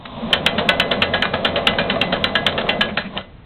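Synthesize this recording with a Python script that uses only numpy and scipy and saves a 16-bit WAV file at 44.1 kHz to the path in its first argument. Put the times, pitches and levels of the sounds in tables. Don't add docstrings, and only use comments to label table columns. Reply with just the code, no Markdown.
import sys
import numpy as np
from scipy import signal
from scipy.fft import rfft, irfft, next_fast_len
from scipy.io import wavfile
from scipy.ndimage import map_coordinates

SR = 44100
rng = np.random.default_rng(int(sys.argv[2]) if len(sys.argv) > 2 else 0)


def wav_record(signal):
    frames = np.transpose(np.atleast_2d(signal))
    bounded = np.clip(frames, -1, 1)
    quanta = np.round(bounded * 32767).astype(np.int16)
    wavfile.write(sys.argv[1], SR, quanta)


N = 152145
SNAP_RISE_S, CLANK_RISE_S, SLAP_RISE_S, SLAP_T60_S = 0.00063, 0.0004, 0.0022, 0.14
BODY_HZ, BODY_STOP_HZ = 4055, 4700
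PITCH_SCATTER = 0.01506

def amp(db):
    return 10 ** (np.asarray(db) / 20)

def filtered(x, response):
    size = next_fast_len(N + SR // 2)
    return irfft(rfft(x, size) * response(np.fft.rfftfreq(size, 1 / SR)), size)[:N]

def noise(spectrum):
    points_hz, db = np.transpose(spectrum)
    colour = lambda hz: amp(np.interp(np.log(hz + 1), np.log(points_hz + 1), db))
    x = filtered(rng.standard_normal(N), colour)
    return x / np.sqrt(np.mean(x ** 2) + 1e-20)

def wobble(rate):
    return map_coordinates(rng.standard_normal(int(N * rate / SR) + 4), [np.arange(N) * rate / SR])

def add(track, start, sound):
    part = track[max(round(start * SR), 0):][:len(sound)]
    part += sound[:len(part)]

def blows(starts, levels_db, spectrum, rise, t60, contact=0):
    out, t, grain = np.zeros(N), np.arange(SR // 5) / SR, noise(spectrum)
    for k, (start, db, hold, decay) in enumerate(np.broadcast(starts, levels_db, contact, t60)):
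        envelope = (1 - np.exp(-t / rise)) * amp(-60 * np.maximum(t - hold, 0) / decay)
        tuning = 1 + PITCH_SCATTER * rng.standard_normal()
        position = k * (N // len(starts)) + t * SR * tuning
        blow = envelope * np.interp(position % N, np.arange(N), grain)
        add(out, start, amp(db) * blow * np.linalg.norm(envelope) / np.linalg.norm(blow))
    return out

def noise_floor():
    return amp(-42) * noise([(20, -3.5), (70, -2), (140, -3), (200, -11), (600, -19.5), (4200, -32.5)])

def reverberation(x, strikes, build_s=0.001, t60=0.2):
    out, t = np.zeros(N), np.arange(SR // 2) / SR
    envelope = (1 - np.exp(-t / build_s)) * amp(-60 * t / t60)
    edges = [0] + [round(start * SR) for start in strikes] + [N]
    for begin, end in zip(edges, edges[1:]):
        tail = envelope * rng.standard_normal(len(t))
        add(out, begin / SR, signal.fftconvolve(x[begin:end], tail / np.linalg.norm(tail)))
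    return out

# time in seconds, then relative motor, roller and belt levels in dB.
DRIVE_LEVELS = [(0,-46.5,-46.5,-39.5), (.14,-39.5,-39.5,-31), (0.281,-30.5,-31.5,-30.5),
                (0.501,-31,-27,-33), (0.748,-31.5,-25,-33), (1.3,-31,-28,-36), (1.55,-31,-25.5,-37),
                (1.95,-28.5,-25.5,-41.5), (2.25,-32,-28,-33), (2.68,-31,-26,-43), (2.849,-36,-28.5,-41.5),
                (2.959,-37.5,-37,-40), (3.1,-38.5,-44,-45), (3.172,-34,-28.5,-33), (3.261,-51.5,-51,-61),
                (3.45,-59.5,-70,-73)]
# frequency in Hz, relative level in dB.
MOTOR_SPECTRUM = [(20, -14.5), (38, -9), (58, -24.5), (76, -9.5), (88, 3), (103, -15.5), (140, -4),
                  (186, 0), (248, -0.5), (305, -12), (600, -25.5)]
ROLLER_SPECTRUM = [(150, -13.5), (310, -18), (365, -5), (415, -8), (480, -0.5), (535, -2.5), (572, 0.5),
                   (625, -2), (685, 2), (745, -11), (805, -5), (920, -16), (1050, -9.5), (1400, -19),
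                   (4000, -28.5)]
BELT_SPECTRUM = [(300, -18.5), (1050, 15.5), (1500, -13), (2400, -6.5), (3600, 5), (4200, -10)]
def drive():
    times, *levels = np.transpose(DRIVE_LEVELS)
    motor_db, roller_db, belt_db = [np.interp(np.arange(N) / SR, times, db) for db in levels]
    motor = amp(motor_db + 3) * noise(MOTOR_SPECTRUM)
    rollers = amp(roller_db + 1 + 0.67 * wobble(60)) * noise(ROLLER_SPECTRUM)
    belts = amp(belt_db - 6 + 0.54 * wobble(270)) * noise(BELT_SPECTRUM)
    return motor + rollers + belts

# time in seconds, level in dB.
ROLLER_BUMPS = [(0.166, -32), (.234, -20.5), (0.576, -22), (0.666, -18), (0.972, -20), (2.793, -19),
                (2.857, -26.5), (2.918, -22.5), (3.054, -24.5), (3.162, -27.5)]
def roller_bumps(centre_hz=212.2, rise_s=0.0083):
    out, t = np.zeros(N), np.arange(SR // 5) / SR
    envelope = (t / rise_s / 2) ** 2 * np.exp(2 - t / rise_s)
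    for time, db in ROLLER_BUMPS:
        hz = centre_hz * (1 + 0.069 * rng.standard_normal())
        add(out, time - rise_s, amp(db) * envelope * np.sin(2 * np.pi * hz * t))
    return out

# start in seconds, level in dB.
ROLLER_KNOCKS = [(.308, -19), (.612, -14.5), (1.575, -15), (1.958, -16), (2.675, -15.5)]
def roller_knocks():
    starts, db = np.transpose(ROLLER_KNOCKS)
    return blows(starts, db, ROLLER_SPECTRUM, rise=0.0028, t60=0.087)

# centre time in seconds, half-width in seconds, level in dB.
CARD_SLIDES = [(2.897, 0.014, -29), (3.061, .02, -34), (3.17, 0.003, -25)]
def card_slides():
    t = np.arange(N) / SR
    rub = noise([(800, 4), (1600, 7.0), (2300, 10.5), (3200, 0.5), (4200, -6.5)])
    return rub * sum(amp(db) * np.exp(-((t - centre) / width) ** 2) for centre, width, db in CARD_SLIDES)

# start in seconds, relative level in dB.
FEED_TICKS = [(0.0536, -21.5), (0.057, -16.5), (0.594, -13), (0.3041, -20.5), (1.7363, -14.5), (1.84, -21),
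              (1.9583, -13.5), (2.165, -13), (2.2922, -17.5), (2.5253, -15), (2.6158, -13.5), (2.667, -16)]
# frequency in Hz, relative level in dB.
TOUCH_SPECTRUM = [(300, -12), (1200, -0.5), (2400, -9.5), (3700, -0.5), (4200, -14)]
def feed_ticks():
    starts, db = np.transpose(FEED_TICKS)
    return blows(starts, db - 0.5, TOUCH_SPECTRUM, rise=SNAP_RISE_S, t60=0.017)

def edge_rattle(starts, clank_db, bounces=6, span_s=0.05, fade_db_per_s=205):
    lag = span_s * rng.random((len(starts), bounces))
    db = clank_db[:, None] - 0.5 - fade_db_per_s * lag + 5.5 * rng.standard_normal(lag.shape)
    touches = starts[:, None] + lag
    return blows(touches.ravel(), db.ravel(), TOUCH_SPECTRUM, rise=SNAP_RISE_S, t60=0.012)

# frequency in Hz, relative level in dB, 60 dB decay time in seconds.
TRAY_MODES = [(1306.4, -3, 0.16), (1503, -4, 0.19), (1663.4, 1, 0.21), (1788, -5.5, 0.071),
              (2414, -9, 0.28), (3074, -4, 0.23), (3480, -5, 0.13), (4044, -8, 0.15), (3960, -5, 0.16)]
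def steel_ring(starts, clank_db, guide_db, guide_hz=2020.5, guide_t60=0.36, scatter_db=5.5):
    out, t = np.zeros(N), np.arange(SR // 2) / SR
    hz, db, t60 = np.transpose(TRAY_MODES)[:, :, None]
    modes = amp(db - 60 * t / t60) * np.exp(2j * np.pi * hz * t)
    attack = 1 - np.exp(-t / CLANK_RISE_S)
    for start, strike_db, note_db in zip(starts, clank_db, guide_db):
        weights = amp(scatter_db * rng.standard_normal(len(hz)))
        phases = np.exp(2j * np.pi * rng.random(len(hz)))
        tray = amp(strike_db - 9.5) * ((weights * phases) @ modes).imag
        guide = amp(note_db - 60 * t / guide_t60) * np.sin(2 * np.pi * (guide_hz * t + rng.random()))
        add(out, start, (tray + guide) * attack)
    return out

def treble_splatter(starts, splatter_db, slap_db, contact):
    burst_spectrum, hiss_spectrum = [(4500, 4), (10000, -4), (16000, -12)], [(4500, 4), (9000, -30)]
    burst = blows(starts, splatter_db, burst_spectrum, rise=SNAP_RISE_S, t60=0.0019, contact=contact)
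    hiss = blows(starts, slap_db - 33, hiss_spectrum, rise=SLAP_RISE_S, t60=SLAP_T60_S, contact=contact)
    return burst + hiss

# frequency in Hz, relative level in dB.
STOP_SPECTRUM = [(300, -28.5), (1200, -33), (2100, -4.5), (2550, -1), (2870, 6), (2980, -3), (3100, 10.5),
                 (3220, 6), (3330, -4), (3480, 3.5), (3620, -3.5), (4100, -7.5)]
TRAY_SPECTRUM = [(400, -20), (1000, -7.5), (1200, -9.5), (1340, -3.5), (1560, -4), (1660, -7.5), (1740, -1),
                 (1820, 0.5), (1950, -16.5), (2400, -17), (4000, -12.5)]
PILE_SPECTRUM = [(100, -28), (240, 1), (310, -20), (470, -9), (535, 2), (572, 0.5), (630, -1.5),
                 (690, -7.5), (750, -7.5), (845, -5.5), (930, -12.5), (2000, -16.5)]
def card_impacts(starts, snap_db, clank_db, slap_db, contact, snap_t60, lead_s=0.0031):
    brush = blows(starts - lead_s, slap_db - 4, TOUCH_SPECTRUM, rise=0.0034, t60=0.0067, contact=lead_s)
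    snap = blows(starts, snap_db - 5.5, STOP_SPECTRUM, rise=SNAP_RISE_S, t60=snap_t60, contact=contact)
    clank = blows(starts, clank_db + 2, TRAY_SPECTRUM, rise=CLANK_RISE_S, t60=0.11, contact=contact)
    slap = blows(starts, slap_db, PILE_SPECTRUM, rise=SLAP_RISE_S, t60=SLAP_T60_S, contact=contact)
    return brush + snap + clank + slap

def low_pass(x, order=27.3):
    return filtered(x, lambda hz: (hz < BODY_STOP_HZ) / np.sqrt(1 + (hz / BODY_HZ) ** (2 * order)))

# start in seconds, relative snap, clank and slap levels in dB,
# contact time and the snap's 60 dB decay time in seconds, relative splatter and guide levels in dB.
STRIKES = [(0.3292,-0.5,-14.5,-20,0.0066,0.03,-19.5,-34), (0.463,2.5,-15,-20,0.003,.04,-7.5,-26),
           (0.5814,-15.5,-20,-12.5,0.0022,.09,-42,-35), (0.6888,3,-15.5,-14,0.0038,0.029,-13.5,-20),
           (0.7976,0,-16.5,-23.5,0.004,0.029,-14.5,-23.5), (0.9126,-6,-18.5,-12.5,0.0045,0.02,-35,-29),
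           (1.0197,-2.5,-16,-15.5,0.0059,0.07,-36,-23), (1.1376,-10.5,-18,-13.5,0.0016,0.083,-67.5,-26.5),
           (1.223,1,-13,-24,0.00069,0.021,-9.5,-28), (1.337,-12.5,-22.5,-11.5,0.001,0.044,-70,-38),
           (1.4479,-6.5,-14.5,-15,0.0064,0.03,-27.5,-29), (1.5593,-4,-21,-13.5,0.0016,0.022,-57,-29.5),
           (1.67,2,-14,-14,0.0045,0.029,-16.5,-20.5), (1.7848,-10.5,-13.5,-20,0.0014,0.11,-75,-27.5),
           (1.8984,-7.5,-17,-14.5,0.0023,0.037,-53,-28.5), (2.0137,0,-23,-13,0.0022,0.029,-21.5,-23.5),
           (2.125,-11,-20.5,-13,0.006,.065,-56,-32), (2.241,-1.5,-18,-18,0.0034,0.018,-21.5,-27.5),
           (2.3531,-3.5,-17,-17.5,0.0038,0.034,-30.5,-24.5), (2.4645,-1.5,-16.5,-19.5,0.0039,0.045,-18,-34),
           (2.5784,-11,-20,-16,0.0015,0.075,-77,-41), (2.69,-2,-18,-15.5,0.0021,0.062,-28.5,-22.5),
           (2.8089,-4.5,-15.5,-22.5,0.0077,0.034,-26.5,-30), (2.9727,-5.5,-16,-16.5,0.0032,0.019,-55,-32),
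           (3.175,-3.5,-26.5,-29,0.00077,0.013,-57,-37.5)]
def scene():
    starts, snap_db, clank_db, slap_db, contact, snap_t60, splatter_db, guide_db = np.transpose(STRIKES)
    hits = card_impacts(starts, snap_db, clank_db, slap_db, contact, snap_t60)
    hits += edge_rattle(starts, clank_db)
    hits += roller_knocks() + feed_ticks() + card_slides() + roller_bumps()
    body = hits + amp(-10) * reverberation(hits, starts)
    body += steel_ring(starts, clank_db, guide_db) + drive() + noise_floor()
    return (low_pass(body) + treble_splatter(starts, splatter_db, slap_db, contact))[None]

def record(dry, clip_level=0.68, treble_db=-9, top_hz=16600):
    clipped = np.clip(dry[0], -clip_level, clip_level)
    shelf = lambda hz: amp(np.interp(hz, [BODY_HZ, BODY_STOP_HZ], [0, treble_db]))
    return filtered(clipped, lambda hz: shelf(hz) * (hz < top_hz))[None]

dry = scene()
out = record(dry)
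wav_record(out)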